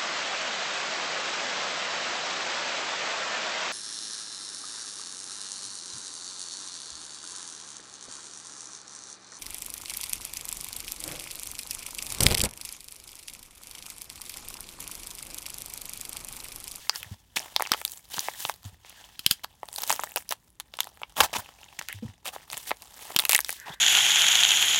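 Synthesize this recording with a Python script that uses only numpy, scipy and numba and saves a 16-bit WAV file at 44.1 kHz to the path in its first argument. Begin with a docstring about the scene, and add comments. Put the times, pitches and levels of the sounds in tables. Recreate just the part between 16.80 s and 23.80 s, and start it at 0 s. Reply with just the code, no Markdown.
"""Opening a padded envelope

A small quiet room, one close mono microphone over a soft mat on a table: gloved hands turn a padded paper
envelope, click out a utility knife, slit the end and tear it open. Creases snap as short damped rings over a
crackle of tiny rings and a rub of filtered noise; glove slips are gliding narrow noise. The knife rings in
modes, wrists bump the table as low booms, and near echoes and a short tail answer the paper and knife."""
import sys
import numpy as np
from scipy import signal
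from scipy.fft import rfft, irfft
from scipy.io import wavfile
from scipy.ndimage import uniform_filter1d
from numba import njit

SR = 44100
rng = np.random.default_rng(int(sys.argv[2]) if len(sys.argv) > 2 else 0)


def volts_from_decibels(level):
    """Turn decibel levels (scalar or array-like) into linear amplitude factors."""
    exponent = np.asarray(level, float) / 20
    return 10 ** exponent


def dump_mix(stems):
    """Bounce the given channels to the path in sys.argv[1] as a 16-bit WAV at rate SR."""
    frames = np.atleast_2d(stems).T  # one column per channel
    limited = np.clip(frames, -1, 1)  # hard clip at full scale
    pcm = np.round(limited * 32767).astype(np.int16)
    wavfile.write(sys.argv[1], SR, pcm)


N = 308700  # samples, 7 s


def unit(x):
    """Scale to rms 1."""
    return x / np.sqrt(np.mean(x ** 2))


def peak1(x):
    """Scale to peak 1."""
    return x / np.abs(x).max()


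def band(x, lo_hz, hi_hz):
    """Band-pass."""
    sos = signal.butter(2, [lo_hz, min(hi_hz, 0.45 * SR)], "band", fs=SR, output="sos")
    return signal.sosfilt(sos, x)


def ring(x, hz, t60_s):
    """One damped mode driven by x, scaled to peak 1."""
    radius = np.exp(-np.log(1000) / (t60_s * SR))
    feedback = [1, -2 * radius * np.cos(2 * np.pi * hz / SR), radius ** 2]
    return peak1(signal.lfilter([1, 0, -1], feedback, x))


def burst(decay_ms, noise):
    """A release: noise builds in about half its decay time, then dies away with a weak, longer rattle."""
    t = np.arange(len(noise)) / (max(decay_ms, 0.03) * SR / 1000)  # in decay times
    return noise * np.minimum(t / 0.58, 1) * (np.exp(-t) + 0.076 * np.exp(-t / 7.3))


def swell(ms):
    """Envelope with a quick rise, a hold and a slower fall."""
    u = np.linspace(0, 1, int(ms * SR / 1000))
    return np.minimum(u / 0.21, 1) * np.minimum((1 - u) / 0.5, 1)


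def add(out, s, x):
    """Mix a sound in at time s."""
    i = int(s * SR)
    out[i:i + len(x)] += x[:N - i]


def walk(rate):
    """Random values held 1 / rate s, with the steps smoothed into slopes; spread near 1."""
    hold = int(SR / rate)
    steps = np.repeat(rng.standard_normal(N // hold + 1), hold)
    return 1.12 * uniform_filter1d(steps, hold)[:N]


@njit
def grains(start, hz, cycles, gain, length, rate):
    """Tiny damped rings, each gone after its number of cycles."""
    out = np.zeros(length)
    for k in range(len(start)):
        steps = int(cycles[k] * rate / hz[k])
        turn = np.exp(2j * np.pi * hz[k] / rate - 5 / max(steps, 1))
        z = gain[k] + 0j
        for i in range(start[k], min(start[k] + steps, length)):
            z *= turn
            out[i] += z.imag
    return out


# Room tone spectrum before scaling to rms 1: (frequency [Hz], density [dB per Hz])
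TONE_SPECTRUM = [(22, -33.5), (46, -1.5), (118, -10), (179, -13.5), (780, -32), (1010, -25), (1130, -34.5),
                 (1960, -34), (2120, -36.5), (16000, -42.5)]


def room_tone(level_db=-64.5):
    """Low house rumble that swells a little, over faint hiss: noise shaped by its spectrum."""
    hz, db = np.transpose(TONE_SPECTRUM)
    f = np.maximum(np.fft.rfftfreq(N, 1 / SR), 1)
    shape = volts_from_decibels(np.interp(np.log(f), np.log(hz), db))
    noise = irfft(rfft(rng.standard_normal(N)) * shape, N)
    return volts_from_decibels(level_db + 0.85 * walk(25)) * unit(noise)


# Faint rustle while the hands only hold the parcel: (time [s], crackle level [dB])
HOLDING = [(0, -73), (.34, -65), (.37, -75.5), (.55, -70.5), (1.8, -68), (2.6, -68), (3.44, -63),
           (3.58, -68.5), (3.7, -81), (3.78, -79), (3.82, -71), (4.3, -63), (4.7, -60.5), (5.0, -58.5),
           (5.17, -64.5), (5.42, -73.5), (5.7, -70), (6.0, -70), (7, -84)]
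# Squeezes, turns and cuts, each swelling to a peak and fading; times below 0.005 s act as 0.005 s:
# (peak time [s], build by 20 dB [s], fade by 20 dB [s],
#  crackle level [dB], hollow body level [dB], treble level [dB])
STROKES = [(.02, 3, 0.38, -52, -71.5, -52.5), (0.343, 1, 0, -55, -60, -60.5),
           (0.601, -0.04, 0.23, -47.5, -50, -48), (.822, .12, 0.14, -43.5, -69, -54),
           (.932, .3, 0.19, -45.5, -55.5, -52), (1.12, 0.47, 0.14, -57.5, -82, -45),
           (1.39, 0.15, 0.38, -45, -55.5, -43), (1.72, 0.51, -0.02, -48.5, -55, -53),
           (1.842, -0.27, 0.12, -50, -55.5, -52.5), (2.064, 0.03, 0.24, -50.5, -60, -59),
           (2.17, -0.17, 0.44, -54, -62, -58), (2.29, -0.2, 0, -52.5, -56, -54.5),
           (2.515, 0.12, 0.08, -44.5, -66, -49), (2.931, -0.04, .5, -61, -73, -42.5),
           (3.112, 0.18, 0.19, -38, -44, -33.5), (3.234, 0.29, 0.08, -54, -52, -44.5),
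           (3.365, -0.04, 0.06, -41, -50, -34.5), (3.51, 0.014, 0.03, -36.5, -43, -35.5),
           (4.001, 0.08, .11, -49.5, -53.5, -48.5), (4.232, 0.5, 0.31, -64, -67, -66),
           (4.418, -0.03, 0.0858, -36, -37.5, -39), (4.568, 0.01, 0.12, -41.5, -47.5, -45),
           (5.12, 0.4, 0.18, -50.5, -79, -58), (5.224, -0.2, 0.14, -51, -54.5, -59),
           (5.58, 0.09, 0.2, -54, -56.5, -56.5), (5.64, 0.1, -0.3, -49, -60, -54),
           (5.741, 0.0547, 0.24, -43, -52.5, -40), (5.92, -0.15, 0, -53, -59, -68),
           (6.22, 0.27, 0.6, -48, -57, -46), (6.275, 0.43, 0.2, -58.5, -53.5, -65),
           (6.391, -0.1244, 0.14, -41, -46, -36.5), (6.539, -0.0335, 0.04, -32, -42.5, -36),
           (6.716, 0.12, .1, -40.5, -71, -41.5), (6.945, 0.03, -1, -42, -47, -47)]
# Sudden rips and scrapes along the sheet:
# (time [s], length [ms], crackle level [dB], hollow body level [dB], treble level [dB])
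RIPS = [(0.135, 84, -54.5, -79, -47.5), (0.558, 34, -30.5, -50, -34.5), (1.305, 74, -43, -61.5, -43),
        (1.422, 104, -45.5, -64, -51), (1.564, 171, -48.5, -81, -41.5), (2.51, 30, -53, -75, -34.5),
        (2.634, 17.9, -40, -44.5, -42), (4.36, 79, -38.5, -42, -36.5), (4.404, 11, -20.5, -18.5, -23.5),
        (4.425, 45, -33.5, -35, -33.5), (4.529, 20, -34, -37, -43.5), (4.546, 31, -36, -36, -40),
        (4.58, 33, -59, -43.5, -41.5), (4.989, 9.9, -38.5, -58.5, -38.5), (5.445, 63, -44.5, -50, -45.5),
        (5.519, 62, -55, -54, -52.5), (5.866, 53, -42.5, -60.5, -41.5), (6.851, 87, -49.5, -45, -59)]


def effort():
    """Amplitude of hollow body, crackle and treble over time, for steady handling and for the rips."""
    t = np.arange(N) / SR
    against_crackle_db = np.array([[-5.5], [0], [-4.5]])
    power = volts_from_decibels(np.interp(t, *np.transpose(HOLDING)) + against_crackle_db) ** 2
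    for s, build, fade, crackle, body, treble in STROKES:
        build, fade = max(build, 0.005), max(fade, 0.005)
        # each stroke is followed to 40 dB below its peak
        near = slice(max(int((s - 2 * build) * SR), 0), int((s + 2 * fade) * SR))
        below_db = 20 * np.where(t[near] < s, (s - t[near]) / build, (t[near] - s) / fade)
        power[:, near] += volts_from_decibels(np.array([[body], [crackle], [treble]]) - below_db) ** 2
    rips = np.zeros_like(power)
    for s, ms, crackle, body, treble in RIPS:
        for row, db in zip(rips, (body, crackle, treble)):
            add(row, s, volts_from_decibels(db) * swell(ms))
    return np.sqrt(power), rips


# How much of the handling is creasing rather than sliding: (time [s], crackle against rub [dB])
CREASING = [(0, -5.5), (.6, 1.5), (1.25, 3), (1.4, -2.5), (1.7, -1), (1.85, 0), (2.4, -4.5), (2.9, 6),
            (4.3, 4), (4.7, 1), (5.7, 3), (6.3, 3), (6.7, 0.5), (6.8, -5), (7, -0.5)]
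# Centres of the hollow body, crackle and treble ranges: (body [Hz], crackle [Hz], treble [Hz])
RANGE_CENTRES = 971, 3600, 10250
# Parcel resonances that come and go as the grip changes: (frequency [Hz], width [Hz], level [dB])
PARCEL = [(900, 500, -6), (1750, 500, -9), (3300, 1300, -8)]


def handling(per_s=450, scatter_db=5.5, patchy_db=3.0, rip_crackle_db=-2):
    """Small creases crackle at chance pitches while gloves and blade rub the sheet; both come in patches."""
    creasing = volts_from_decibels(np.interp(np.arange(N) / SR, *np.transpose(CREASING)))
    total = np.sqrt(1 + creasing ** 2)
    # sliding is smoother than creasing
    patch = volts_from_decibels((patchy_db * walk(120) + 1.5 * walk(25)) * creasing / total)
    chance = rng.random((int(per_s * N / SR), 3)).T
    start = (chance[0] * N).astype(np.int64)
    size = volts_from_decibels(np.minimum(-scatter_db * np.log(1 - chance[1]), 18))
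    cycles = 6.1 + 10.0 * chance[2]
    out = np.zeros(N)
    for centre_hz, steady, rips, octaves in zip(RANGE_CENTRES, *effort(), (1.35, 1.9, 1.4)):
        # every crease sounds in each range, at its own pitch and strength
        own = rng.random((len(start), 2)).T
        hz = np.minimum(centre_hz * 2 ** (octaves * (own[0] - 0.5)), 0.4 * SR)
        strength = size * volts_from_decibels(18.7 * (own[1] - 0.5))
        crease = unit(grains(start, hz, cycles, strength, N, 1.0 * SR))
        half_width = 2 ** (octaves / 2)
        rub = band(rng.standard_normal(N), centre_hz / half_width, centre_hz * half_width)
        rub = volts_from_decibels(1.0 * walk(40)) * unit(rub)
        out += steady * (creasing * crease + rub) / total
        # fibres part so densely in a rip that it is mostly rough noise
        out += rips * (volts_from_decibels(rip_crackle_db) * crease + rub)
    out = out * patch
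    resonances = np.zeros(N)
    for hz, width, db in PARCEL:
        resonances += volts_from_decibels(db + 2.2 * walk(14)) * band(out, hz - width / 2, hz + width / 2)
    return out + resonances


# Single crease snaps, loud and faint:
# (time [s], crease peak [dB], crease pitch [Hz], hollow pop peak [dB], tick peak [dB])
SNAPS = [(0.0953, -3, 4820, -15.5, -17), (0.1585, -19.5, 5360, -38, -43), (0.2295, -21.5, 2400, -38, -27.5),
         (0.5684, -21, 2240, -42, -30), (0.594, -17, 5180, -51, -32), (0.763, -2, 3600, -18, -14),
         (0.797, -48, 1820, -15.5, -28), (0.8063, -16, 1940, -12.5, -27), (0.8221, -18, 1650, -13.5, -10),
         (0.8617, -22, 2240, -26, -50), (0.8718, -19.5, 5000, -30, -36), (0.9179, -3.5, 4100, -13, -11),
         (0.932, -17, 1750, -28, -37.5), (0.9364, -12.5, 3300, -18.5, -25), (0.9448, -31, 1780, -17.5, -43),
         (1.015, -50, 1820, -24.5, -22), (1.0506, -12, 3420, -37.5, -9), (1.078, -23.5, 4850, -51, -30),
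         (1.119, -30.5, 4500, -69, -20.5), (1.3818, -23, 2580, -20, -28), (1.3929, -6.5, 5970, -42, -8.5),
         (1.405, -22.5, 4580, -52.5, -15), (1.4851, -17, 1710, -13.5, -27), (1.651, -12.5, 2850, -20, -38),
         (1.6962, -16.5, 3270, -14, -16.5), (1.7397, -30.5, 4590, -45, -31), (1.831, -41, 5000, -49, -39),
         (2.048, -37, 2200, -38.5, -48), (2.096, -50, 6440, -58, -31), (2.645, -19.5, 3570, -22, -21),
         (2.8314, -39, 1740, -20.5, -42), (2.8869, -26.5, 3600, -36, -29.5), (2.961, -19.5, 4200, -54, -17),
         (2.9815, -21.5, 5330, -29, -34), (2.9847, -22, 3870, -36, -18), (3.0197, -19, 5160, -32.5, -14),
         (3.0344, -18.5, 6340, -25.5, -12), (3.0385, -18, 4670, -33, -15.5), (3.0768, -21, 6640, -41, -15),
         (3.096, -9.5, 6400, -18, -24), (3.1035, -10.5, 2820, -10, -11), (3.1154, -15, 4190, -27, -9.5),
         (3.1261, -8.5, 6560, -17, -11), (3.194, -33, 1870, -16.5, -41), (3.2358, -22, 4750, -17, -19),
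         (3.241, -33, 2650, -29, -18), (3.3604, -19, 2740, -21, -7), (3.3699, -19, 2660, -22.5, -28),
         (3.374, -18, 5530, -20.5, -18), (3.4914, -17.5, 5560, -47, -15.5),
         (3.5147, -22, 3030, -24.5, -23.5), (3.5227, -15.5, 2980, -17.5, -15),
         (3.7995, -24.5, 3640, -31, -19.5), (3.8053, -28, 3560, -37.5, -32),
         (3.9381, -27, 3250, -35.5, -44), (3.9886, -21.5, 3300, -23, -38), (4.0042, -9.5, 3300, -27, -9),
         (4.0318, -26.5, 3440, -61, -35), (4.0434, -28.5, 4370, -61, -24), (4.071, -36, 2450, -29.5, -31),
         (4.173, -46, 1690, -41.5, -40.5), (4.2167, -41, 1870, -27.5, -36), (4.233, -18.5, 2240, -24, -53),
         (4.323, -41, 5880, -48, -39), (4.4041, -4.5, 3270, -9, -5), (4.4343, -17, 3400, -16, -15),
         (4.6892, -38, 2740, -34, -49), (4.9895, -21, 1850, -40, -35), (5.0129, -26, 2640, -23, -42),
         (5.0861, -19.5, 2600, -42, -19), (5.127, -21.5, 2200, -51, -25), (5.4557, -29, 2460, -30, -25),
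         (5.473, -26, 2500, -34, -22.5), (5.5624, -48, 6730, -24.5, -37), (5.7013, -22, 4530, -37, -25),
         (5.7299, -24.5, 2340, -27.5, -20.5), (5.777, -39, 6900, -48, -19),
         (5.9073, -20, 2350, -17.5, -47.5), (5.915, -13, 1800, -10.5, -36),
         (6.0213, -28.5, 4210, -45, -30.5), (6.3047, -44, 1670, -27, -46), (6.363, -4.5, 2960, -23, -4.5),
         (6.3893, -4, 4600, -19.5, -1), (6.3948, -5.5, 3180, -23.5, -13), (6.4011, -39, 5740, -33, -9),
         (6.422, -24, 2810, -32, -23), (6.4515, -12, 2580, -26.5, -7), (6.4937, -7.5, 2660, -18.5, -2.5),
         (6.5, -18, 1990, -24.5, -10), (6.5092, -19, 2510, -39, -8), (6.5135, -12, 2730, -36, -5),
         (6.521, -12, 2590, -29, -1.5), (6.5314, -6.5, 2220, -16, -3), (6.5378, -20, 2460, -41, -18),
         (6.548, -6.5, 2870, -33, -0.5), (6.553, -7, 1850, -20.5, -7.5), (6.5625, -18, 2640, -35, -3),
         (6.579, -17.5, 3630, -31, -19), (6.5902, -13, 1650, -13.5, -12), (6.6051, -27, 6800, -49, -11),
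         (6.6112, -28, 4060, -46, -19), (6.6464, -16.5, 4050, -39, -21), (6.6855, -38, 2900, -49, -20),
         (6.693, -15, 1650, -23, -12), (6.7043, -45.5, 2680, -42, -14.5), (6.727, -25, 5050, -36, -18),
         (6.8, -31.5, 6730, -52, -25)]


def snaps():
    """A crease buckles: it rings a few cycles, pops the air pocket and ticks."""
    out = np.zeros(N)
    for s, db, hz, pop_db, tick_db in SNAPS:
        chance = rng.standard_normal(1024)
        push = burst(0.37 * volts_from_decibels(6.5 * np.tanh(chance[-2])), chance)
        # air and slack paper follow only the slow part of the release
        pocket_hz = 930 * volts_from_decibels(1.2 * np.tanh(chance[-1]))
        pop = band(ring(push, pocket_hz, 0.0045), 350, 2100)
        crease = band(ring(push, hz, 8.7 / hz), 0.32 * hz, 2.5 * hz)
        crease = band(crease, 0.33 * hz, 2.3 * hz)
        tick = band(push, 7100, 15000)
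        snap = volts_from_decibels(db) * peak1(crease) + volts_from_decibels(pop_db) * peak1(pop) + volts_from_decibels(tick_db) * peak1(tick)
        add(out, s, snap)
    return out


# Gloves dragging over the taut sheet or the knife's shell, which sing in a narrow range:
# (time [s], length [ms], level [dB], start pitch [Hz], end pitch [Hz])
DRAGS = [(.12, 65, -46, 1630, 1710), (2.151, 95, -58, 1730, 1670), (2.43, 170, -55.5, 3280, 3270),
         (4.372, 90, -28.5, 850, 1042), (5.085, 40, -40.5, 1584, 2093), (5.085, 68, -47.5, 2750, 3270),
         (6.76, 260, -47.5, 1757, 1780), (4.549, 25, -34, 1000, 876), (6.912, 46, -44.5, 3300, 3900)]


def drags():
    """Slips of the glove: slow noise carried on a gliding pitch makes a rough narrow band."""
    out = np.zeros(N)
    for s, ms, db, start_hz, end_hz in DRAGS:
        shape = swell(ms)
        phase = 2 * np.pi * np.cumsum(np.linspace(start_hz, end_hz, len(shape))) / SR
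        slips = uniform_filter1d(rng.standard_normal((2, len(shape))), 90)
        voice = slips[0] * np.cos(phase) + slips[1] * np.sin(phase)
        add(out, s, volts_from_decibels(db) * shape * unit(voice))
    return out


# Bumps through the table: (time [s], boom peak [dB], pitch [Hz], t60 of each of two chained modes [s])
BUMPS = [(0.209, -51, 84, 0.052), (0.26, -45, 93.5, 0.054), (0.313, -32, 93.6, 0.049),
         (0.916, -26, 191, 0.0074), (1.378, -38, 143, 0.019), (1.65, -43, 129, 0.027),
         (1.851, -34, 96, 0.078), (1.928, -45.5, 73, 0.038), (4.407, -36, 74.4, 0.072),
         (4.555, -43.5, 210, 0.072), (4.58, -41, 94, 0.048), (4.99, -45, 151, 0.016),
         (5.143, -38.5, 99, 0.12), (5.224, -29, 222.5, 0.051), (5.25, -30, 111, 0.035),
         (5.286, -39.5, 98, 0.054), (5.735, -47.5, 122, 0.029), (5.909, -42.5, 235, 0.019),
         (6.361, -29, 153, 0.011), (6.9, -39, 150, 0.025)]


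def bumps():
    """Soft blows of wrist and parcel: the mat cushions them, so the table's boom swells before it dies."""
    out = np.zeros(N)
    for s, db, hz, t60_s in BUMPS:
        push = np.r_[1.0, np.zeros(SR // 4)]
        boom = ring(ring(push, hz, t60_s), hz, t60_s)
        # a higher mode of the table top, shaken unevenly
        knock = ring(burst(3.3, rng.standard_normal(len(push))), 2.2 * hz, 0.06)
        add(out, s, volts_from_decibels(db) * (boom + volts_from_decibels(-10) * band(knock, hz, 4 * hz)))
    return out


# Knife slider notches: (time [s], peak [dB], push decay [ms])
NOTCHES = [(2.392, -20, 2.1), (2.463, -0.5, 0.79), (2.51, -4, 1.9)]
# Modes of the knife's shell and blade: (frequency [Hz], level [dB], t60 [s])
KNIFE_MODES = [(164, -17, 0.012), (1630, -13.5, 0.0078), (3233, -0.5, 0.0089), (4100, -2, 0.0027),
               (4810, -3, 0.0043), (6930, -8.5, 0.0035), (8500, -11, 0.0023), (10330, -3.5, 0.0011),
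               (12560, -7.5, 0.0015), (16570, -6.5, 0.0037)]


def knife():
    """The slider drops into a notch and the plastic shell and blade ring."""
    out = np.zeros(N)
    for s, db, ms in NOTCHES:
        # a one-sided shove under the noise
        push = burst(ms, 0.25 + rng.standard_normal(4096))
        click = sum(volts_from_decibels(mode_db) * ring(push, hz, t60_s) for hz, mode_db, t60_s in KNIFE_MODES)
        add(out, s, volts_from_decibels(db) * peak1(click))
    return out


# Echoes off the table top and near wall: (delay [ms], level [dB])
ECHOES = [(2.3, -21.5), (3.7, -29), (8.5, -29.5)]


def room(x, t60_s=0.1, tail_db=-21):
    """A few near echoes and a short diffuse tail of decaying noise."""
    t = np.arange(SR // 3) / SR
    tail = band(rng.standard_normal(len(t)), 290, 11000)
    tail = tail * volts_from_decibels(-60 * t / t60_s) * np.minimum(t / 0.0028, 1)
    response = volts_from_decibels(tail_db) * tail / np.sqrt(np.sum(tail ** 2))
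    response[0] = 1  # direct sound
    for ms, db in ECHOES:
        response[int(ms * SR / 1000)] += volts_from_decibels(db)
    return signal.fftconvolve(x, response)[:N]


def scene():
    """Paper and knife in the room, with table bumps and room tone added dry."""
    # paper, snaps and slips carry little below 130 Hz
    paper = band(handling() + snaps() + drags(), 130, 19000)
    return (room(paper + knife()) + bumps() + room_tone())[None]


def band_limit(x):
    """A steep low-pass at the top of the band."""
    return signal.sosfilt(signal.butter(12, 16860, fs=SR, output="sos"), x)


def record(dry):
    """A steep low-pass cuts the top above 16.3 kHz."""
    top_cut = signal.ellip(8, 0.2, 70, 16300, fs=SR, output="sos")
    mix = signal.sosfilt(top_cut, dry)
    return band_limit(mix)


dry = scene()
out = record(dry)
dump_mix(out)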